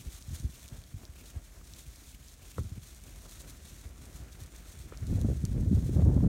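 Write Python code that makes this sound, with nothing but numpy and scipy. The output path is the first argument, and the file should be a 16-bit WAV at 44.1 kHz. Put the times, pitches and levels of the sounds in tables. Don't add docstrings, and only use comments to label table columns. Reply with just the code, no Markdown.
import sys
import numpy as np
from scipy import signal
from scipy.fft import rfft, irfft, next_fast_len
from scipy.io import wavfile
from scipy.ndimage import uniform_filter1d

SR = 44100
rng = np.random.default_rng(int(sys.argv[2]) if len(sys.argv) > 2 else 0)


def unload_wav(signal):
    wavfile.write(
        sys.argv[1],
        SR,
        np.round(np.clip(np.atleast_2d(signal).T, -1, 1) * 32767).astype(np.int16),
    )


N = 276948
TIME = np.arange(N) / SR

# f/Hz, level/dB
STRAW_TONE = [(150, -30), (600, -13.5), (1100, -7.5), (1800, -4.5), (2900, -6), (3400, -0.5), (4200, -0.5),
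              (4850, -4.5), (5700, 0), (6600, 2), (7500, -1), (8800, -.5), (9700, -2), (10400, -9),
              (11200, -4.5), (16000, -11)]
# t/s, level/dB, f/Hz
AIR_PUFFS = [(.062, -33, 61.6), (0.28, -32.5, 82), (.306, -32.5, 91.6), (0.327, -30.5, 70),
             (.399, -34.5, 101), (0.442, -21.8, 73), (.720, -36.5, 100), (.78, -38.5, 73.4),
             (.940, -31, 80.5), (1.090, -37.5, 64.4), (1.360, -30.5, 68.5), (1.871, -38, 60),
             (2.5889, -21, 76), (2.6072, -25.2, 101.1), (2.652, -31.5, 79), (2.717, -31, 84),
             (2.776, -31.5, 100), (3.169, -37.5, 64.4), (3.852, -35, 64.6), (4.217, -34.5, 66),
             (4.414, -34, 72.6), (5.245, -20.5, 214), (5.286, -29, 424), (5.300, -28.5, 397),
             (5.437, -24.5, 107), (5.712, -16.5, 164), (5.728, -16, 204), (5.741, -16, 73),
             (5.892, -24, 283), (6.027, -10, 79), (6.064, -18.5, 189), (6.100, -25, 303), (6.163, -22, 228),
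             (6.227, -18.5, 211), (6.261, -16.5, 178)]


def amp(db):
    return 10 ** (np.asarray(db) / 20)


def unit(x):
    return x / np.sqrt(np.mean(x ** 2) + 1e-20)


def curve(rows):
    return np.interp(TIME, *np.transpose(rows))


def colour(x, tone):
    hz, db = np.transpose(tone)
    size = next_fast_len(N, True)
    freqs = np.fft.rfftfreq(size, 1 / SR)
    gain = amp(np.interp(np.log(freqs + 1), np.log(hz), db))
    return unit(irfft(rfft(x, size) * gain, size)[:N])


def treble(x, above_hz=9000):
    return signal.filtfilt(*signal.butter(2, above_hz, "high", fs=SR), x)


def drift(hz, step_s=.001):
    ticks = np.arange(0, TIME[-1] + step_s, step_s)
    freqs = np.fft.rfftfreq(len(ticks), step_s)
    spectrum = rfft(rng.standard_normal(len(ticks))) / (1 + (freqs / hz) ** 4)
    return np.interp(TIME, ticks, unit(irfft(spectrum, len(ticks))))


def add(mix, s, sound):
    start = round(s * SR)
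    sound = sound[max(-start, 0):]
    part = mix[max(start, 0):][:len(sound)]
    part += sound[:len(part)]


def swells(rows, rise_s, fade_s):
    power, t = np.zeros(N), TIME[:SR // 2] - TIME[SR // 4]
    shape = np.exp(-(t / np.where(t < 0, rise_s, fade_s)) ** 2)
    for s, db, *_ in rows:
        add(power, s + t[0], amp(db) ** 2 * shape)
    return power


def crackle(per_s, spread_db, hiss):
    sizes = amp(spread_db * np.minimum(rng.exponential(1, N), 4))
    clicks = sizes * rng.choice([-1, 1], N) * (rng.random(N) < per_s / SR)
    return unit(clicks) + hiss * rng.standard_normal(N)


def air(level_db=-63, waver_db=1.85):
    # f/Hz, level/dB
    air_tone = [(20, -22), (60, 0), (130, -5.5), (290, -5), (440, -14), (680, -13), (850, -19.5),
                (1600, -19), (2800, -28.5), (6500, -19), (11000, -25), (16000, -27.5)]
    return colour(rng.standard_normal(N), air_tone) * amp(level_db + waver_db * drift(hz=7))


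def wind_pressure_db(wake_db=-17):
    # t/s, level/dB
    breeze = [(0, -51.5), (.55, -54.5), (1.6, -52), (2.2, -54.5), (4.2, -49), (4.8, -51)]
    # t/s, level/dB
    gust = [(4.6, -65), (4.97, -45), (5.12, -29.5), (5.27, -28), (5.4, -36), (5.53, -31), (5.6, -27),
            (5.9, -31), (5.98, -23), (6.28, -25)]
    wakes = amp(wake_db) ** 2 * swells(AIR_PUFFS, rise_s=.013, fade_s=.037)
    return 10 * np.log10(amp(curve(breeze)) ** 2 + amp(curve(gust)) ** 2 + wakes)


def wind(full_gust_db=-23, lumpy_db=2.2, burst_db=4, burst_hz=400):
    # f/Hz, level/dB, extra growth/(dB per dB of pressure)
    swirls = [(18, -40, -1), (29.8, -20, 4), (44.6, -3, -0.36), (70.6, 1.5, -0.06), (99, .5, 0.2),
              (142.4, -2, 0.19), (223, -8.5, 0.36), (352, -23, 0.06), (496, -26.5, 0.5), (698, -36, 0.55),
              (1130, -46.5, 1.4), (2000, -65, -0.4), (4030, -94, -1.8)]
    hz, db, growth = np.transpose(swirls)
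    size = next_fast_len(N, True)
    log_freqs = np.log(np.fft.rfftfreq(size, 1 / SR) + 1)
    spectrum = rfft(rng.standard_normal(size)) * amp(np.interp(log_freqs, np.log(hz), db))
    pressure_db = wind_pressure_db()
    bursts = np.tanh(drift(hz=67) / 2) * 2
    out = np.zeros(N)
    for centre, extra, share in zip(hz, growth, np.eye(len(hz))):
        band = irfft(spectrum * np.interp(log_freqs, np.log(hz), share), size)[:N]
        flicker_db = burst_db * min(centre / burst_hz, 1.5) * bursts
        out += band * amp(extra * (pressure_db - full_gust_db) + flicker_db)
    out /= np.sqrt(uniform_filter1d(out ** 2, size=4096) + 1e-12)
    return out * amp(pressure_db + lumpy_db * drift(hz=26.6))


def puffs(gain_db=-.5, swell_cycles=.59, slowing=.94, slowing_s=.0036):
    out, t = np.zeros(N), TIME[:5000]
    for s, db, hz in AIR_PUFFS:
        lead_s = slowing * slowing_s * (1 - np.exp(-t / slowing_s)) * min(100 / hz, 1) ** 2
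        turns = hz * (t + lead_s)
        age = turns / swell_cycles
        puff = age ** 2 * np.exp(-1.5 * age) * np.sin(2 * np.pi * turns)
        add(out, s, -amp(db + gain_db) * puff / abs(puff).max())
    return out


def scuffing(flutter_db=2.5):
    # f/Hz, level/dB
    soil_tone = [(40, -28), (130, 3), (290, 5), (440, 0), (680, -1), (850, -7), (1300, -3.5), (2200, -5.5),
                 (2900, -10.5), (5000, -19.5), (16000, -52)]
    # t/s, level/dB
    treading = [(0, -66.5), (.7, -66.5), (.9, -72), (1.3, -64), (1.55, -68.5), (2.15, -70), (3.0, -67.5),
                (3.45, -64), (4.5, -63.5), (5.1, -61.5), (6.28, -62.5)]
    grit = colour(crackle(per_s=150, spread_db=3, hiss=1.8), soil_tone)
    return grit * amp(curve(treading) + flutter_db * drift(hz=29))


def shuffling(flutter_db=2.1, crisping=.15, usual_db=-61):
    # t/s, level/dB
    bustle = [(0, -59.5), (.78, -62.5), (.9, -63), (1.25, -69), (1.58, -67.5), (1.95, -61.5), (2.17, -66),
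              (2.5, -61), (2.75, -63.5), (2.95, -61), (3.45, -64), (4.25, -65), (5.3, -61), (6.28, -63.5)]
    rustle = colour(crackle(per_s=350, spread_db=4, hiss=1.62), STRAW_TONE)
    effort_db = curve(bustle) + flutter_db * drift(hz=31)
    crisp_db = crisping * (effort_db - usual_db)
    return (rustle + treble(rustle) * (amp(crisp_db) - 1)) * amp(effort_db)


def steps(gain_db=-1):
    # t/s, level/dB
    footfalls = [(.08, -62), (.38, -62), (.74, -55.5), (1.03, -58.5), (1.22, -60.5), (1.36, -60.5),
                 (1.77, -62.5), (2.44, -62.5), (3.07, -60), (3.25, -59), (3.44, -57.5), (3.66, -64),
                 (3.87, -60), (4.07, -58), (4.23, -58.5), (4.39, -60), (4.76, -64)]
    # f/Hz, level/dB
    thud_tone = [(60, -17), (150, -0.5), (280, 1), (440, -5.5), (680, -6), (900, -14), (1400, -15.5),
                 (2500, -25), (6000, -50)]
    crush = colour(crackle(per_s=200, spread_db=3, hiss=1), thud_tone)
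    weight = np.sqrt(swells(footfalls, rise_s=.033, fade_s=.038))
    return crush * weight * amp(gain_db)


def knocks(scuff=.036, scuff_s=.0068, contact_s=.00053):
    # t/s, level/dB, hardness/(dB per octave)
    blows = [(1.613, -50, 4), (2.5817, -26.5, -0.5), (3.255, -45.5, -0.5), (4.922, -37.5, 0.5)]
    # f/Hz, level/dB, time to fade by 60 dB/s
    tones = [(190, -8, 0.032), (408, -1, 0.019), (550, -5, 0.018), (1030, -1, 0.008), (1350, -4, 0.016),
             (1980, -13, 0.0066)]
    out, t = np.zeros(N), TIME[:4096]
    for s, db, hardness in blows:
        body = np.zeros(len(t))
        for k, (hz, tone_db, ring_s) in enumerate(tones):
            fade = amp(tone_db + hardness * np.log2(hz) - 60 * t / ring_s)
            body += (-1) ** k * fade * np.sin(2 * np.pi * hz * t)
        body *= 1 - np.exp(-t / contact_s)
        grit = scuff * rng.standard_normal(len(t)) * np.exp(-t / scuff_s)
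        knock = body + signal.fftconvolve(grit, body)[:len(t)]
        add(out, s, amp(db) * knock / abs(knock).max())
    return out


def snaps(gain_db=-1.4, tear_cycles=3.9, fibres=.26, splinter=.14):
    # t/s, level/dB, f/Hz
    stalks = [(0.1276, -35, 7030), (0.224, -36, 5000), (0.3985, -33, 6170), (0.6793, -35, 6000),
              (0.686, -37, 3640), (0.838, -39, 4100), (1.052, -33.5, 4040), (1.736, -33, 4530),
              (1.9592, -37, 6500), (2.2837, -37.5, 5060), (2.6334, -38, 6740), (2.9472, -38, 6100),
              (3.038, -33.5, 6350), (3.3112, -34, 7100), (3.4174, -35, 7120), (3.506, -36, 6350),
              (4.0545, -37, 6330), (4.3291, -38, 5960), (4.5624, -35, 6700), (4.9731, -35, 6160),
              (5.0684, -35.5, 5820), (5.214, -32, 6800), (5.4518, -21.5, 5600)]
    out, t = np.zeros(N), TIME[:512]
    freqs = np.fft.rfftfreq(len(t), 1 / SR) + 1
    low_cut = signal.butter(4, 3000, "high", fs=SR, output="sos")
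    for s, db, hz in stalks:
        tear = fibres * rng.standard_normal(len(t)) * np.exp(-t * hz / tear_cycles)
        tear[0] = 1
        width_octaves = .59 * hz / 6000
        stalk_tone = splinter + np.exp(-.5 * (np.log2(freqs / hz) / width_octaves) ** 2)
        snap = signal.sosfilt(low_cut, irfft(rfft(np.roll(tear, 32)) * stalk_tone))
        add(out, s, amp(db + gain_db) * snap / abs(snap).max())
    return out


def swishes(gain_db=.8, edge_s=.0081, drag_db=-9.5, drag_s=.077, flutter_db=2.15, crisp_db=.5):
    # t/s, length/s, level/dB
    strokes = [(0.002,0.02,-62.8), (0.11,0.085,-59.5), (0.252,0.025,-63.5), (0.324,0.041,-56.5),
               (0.382,0.027,-55), (0.518,0.18,-63.5), (0.719,0.076,-64), (1.155,0.055,-63.5),
               (1.246,0.061,-58), (1.425,0.058,-63.5), (1.639,0.11,-63), (1.764,0.076,-60),
               (1.873,0.21,-66.5), (2.089,0.024,-56), (2.225,0.12,-63.8), (2.448,0.07,-63.5),
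               (2.579,0.028,-57.5), (2.834,0.089,-59.5), (3.06,0.035,-60.5), (3.175,0.09,-62),
               (3.287,0.089,-59.5), (3.4,0.022,-55.5), (3.479,0.031,-56.5), (3.62,0.095,-60.5),
               (3.714,0.159,-64), (3.961,0.12,-66), (4.136,0.048,-61), (4.312,0.046,-62.5),
               (4.397,0.041,-59), (4.544,0.026,-60.5), (4.65,0.11,-61), (4.787,0.066,-63.4),
               (5.063,0.12,-63), (5.241,0.15,-67.5), (5.74,0.065,-63.5), (5.845,0.05,-62.5),
               (5.918,0.045,-61.5)]
    power, t = np.zeros(N), TIME[:SR // 2] - TIME[SR // 4]
    drag = amp(drag_db) * np.exp(-.5 * (t / drag_s) ** 2)
    for s, length, db in strokes:
        sweep = (np.tanh((t + length / 2) / edge_s) - np.tanh((t - length / 2) / edge_s)) / 2
        add(power, s + length / 2 + t[0], (amp(db) * (sweep + drag)) ** 2)
    straw = colour(crackle(per_s=1800, spread_db=3.6, hiss=1.3), STRAW_TONE)
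    straw += treble(straw) * (amp(crisp_db) - 1)
    return straw * np.sqrt(power) * amp(gain_db + flutter_db * drift(hz=49))


def scene():
    flock = shuffling() + scuffing() + steps() + swishes() + snaps() + knocks()
    return (flock + puffs() + wind() + air())[None]


def record(dry, low_cut_hz=30, high_cut_hz=15900, fade_s=.006):
    lean = signal.sosfilt(signal.butter(3, low_cut_hz, "high", fs=SR, output="sos"), dry)
    fade = np.sin(np.pi / 2 * np.minimum((TIME[-1] - TIME) / fade_s, 1)) ** 2
    high_cut = signal.firwin(511, high_cut_hz, window=("kaiser", 9), fs=SR)
    return signal.oaconvolve(lean * fade, high_cut[None], "same")


dry = scene()
out = record(dry)
unload_wav(out)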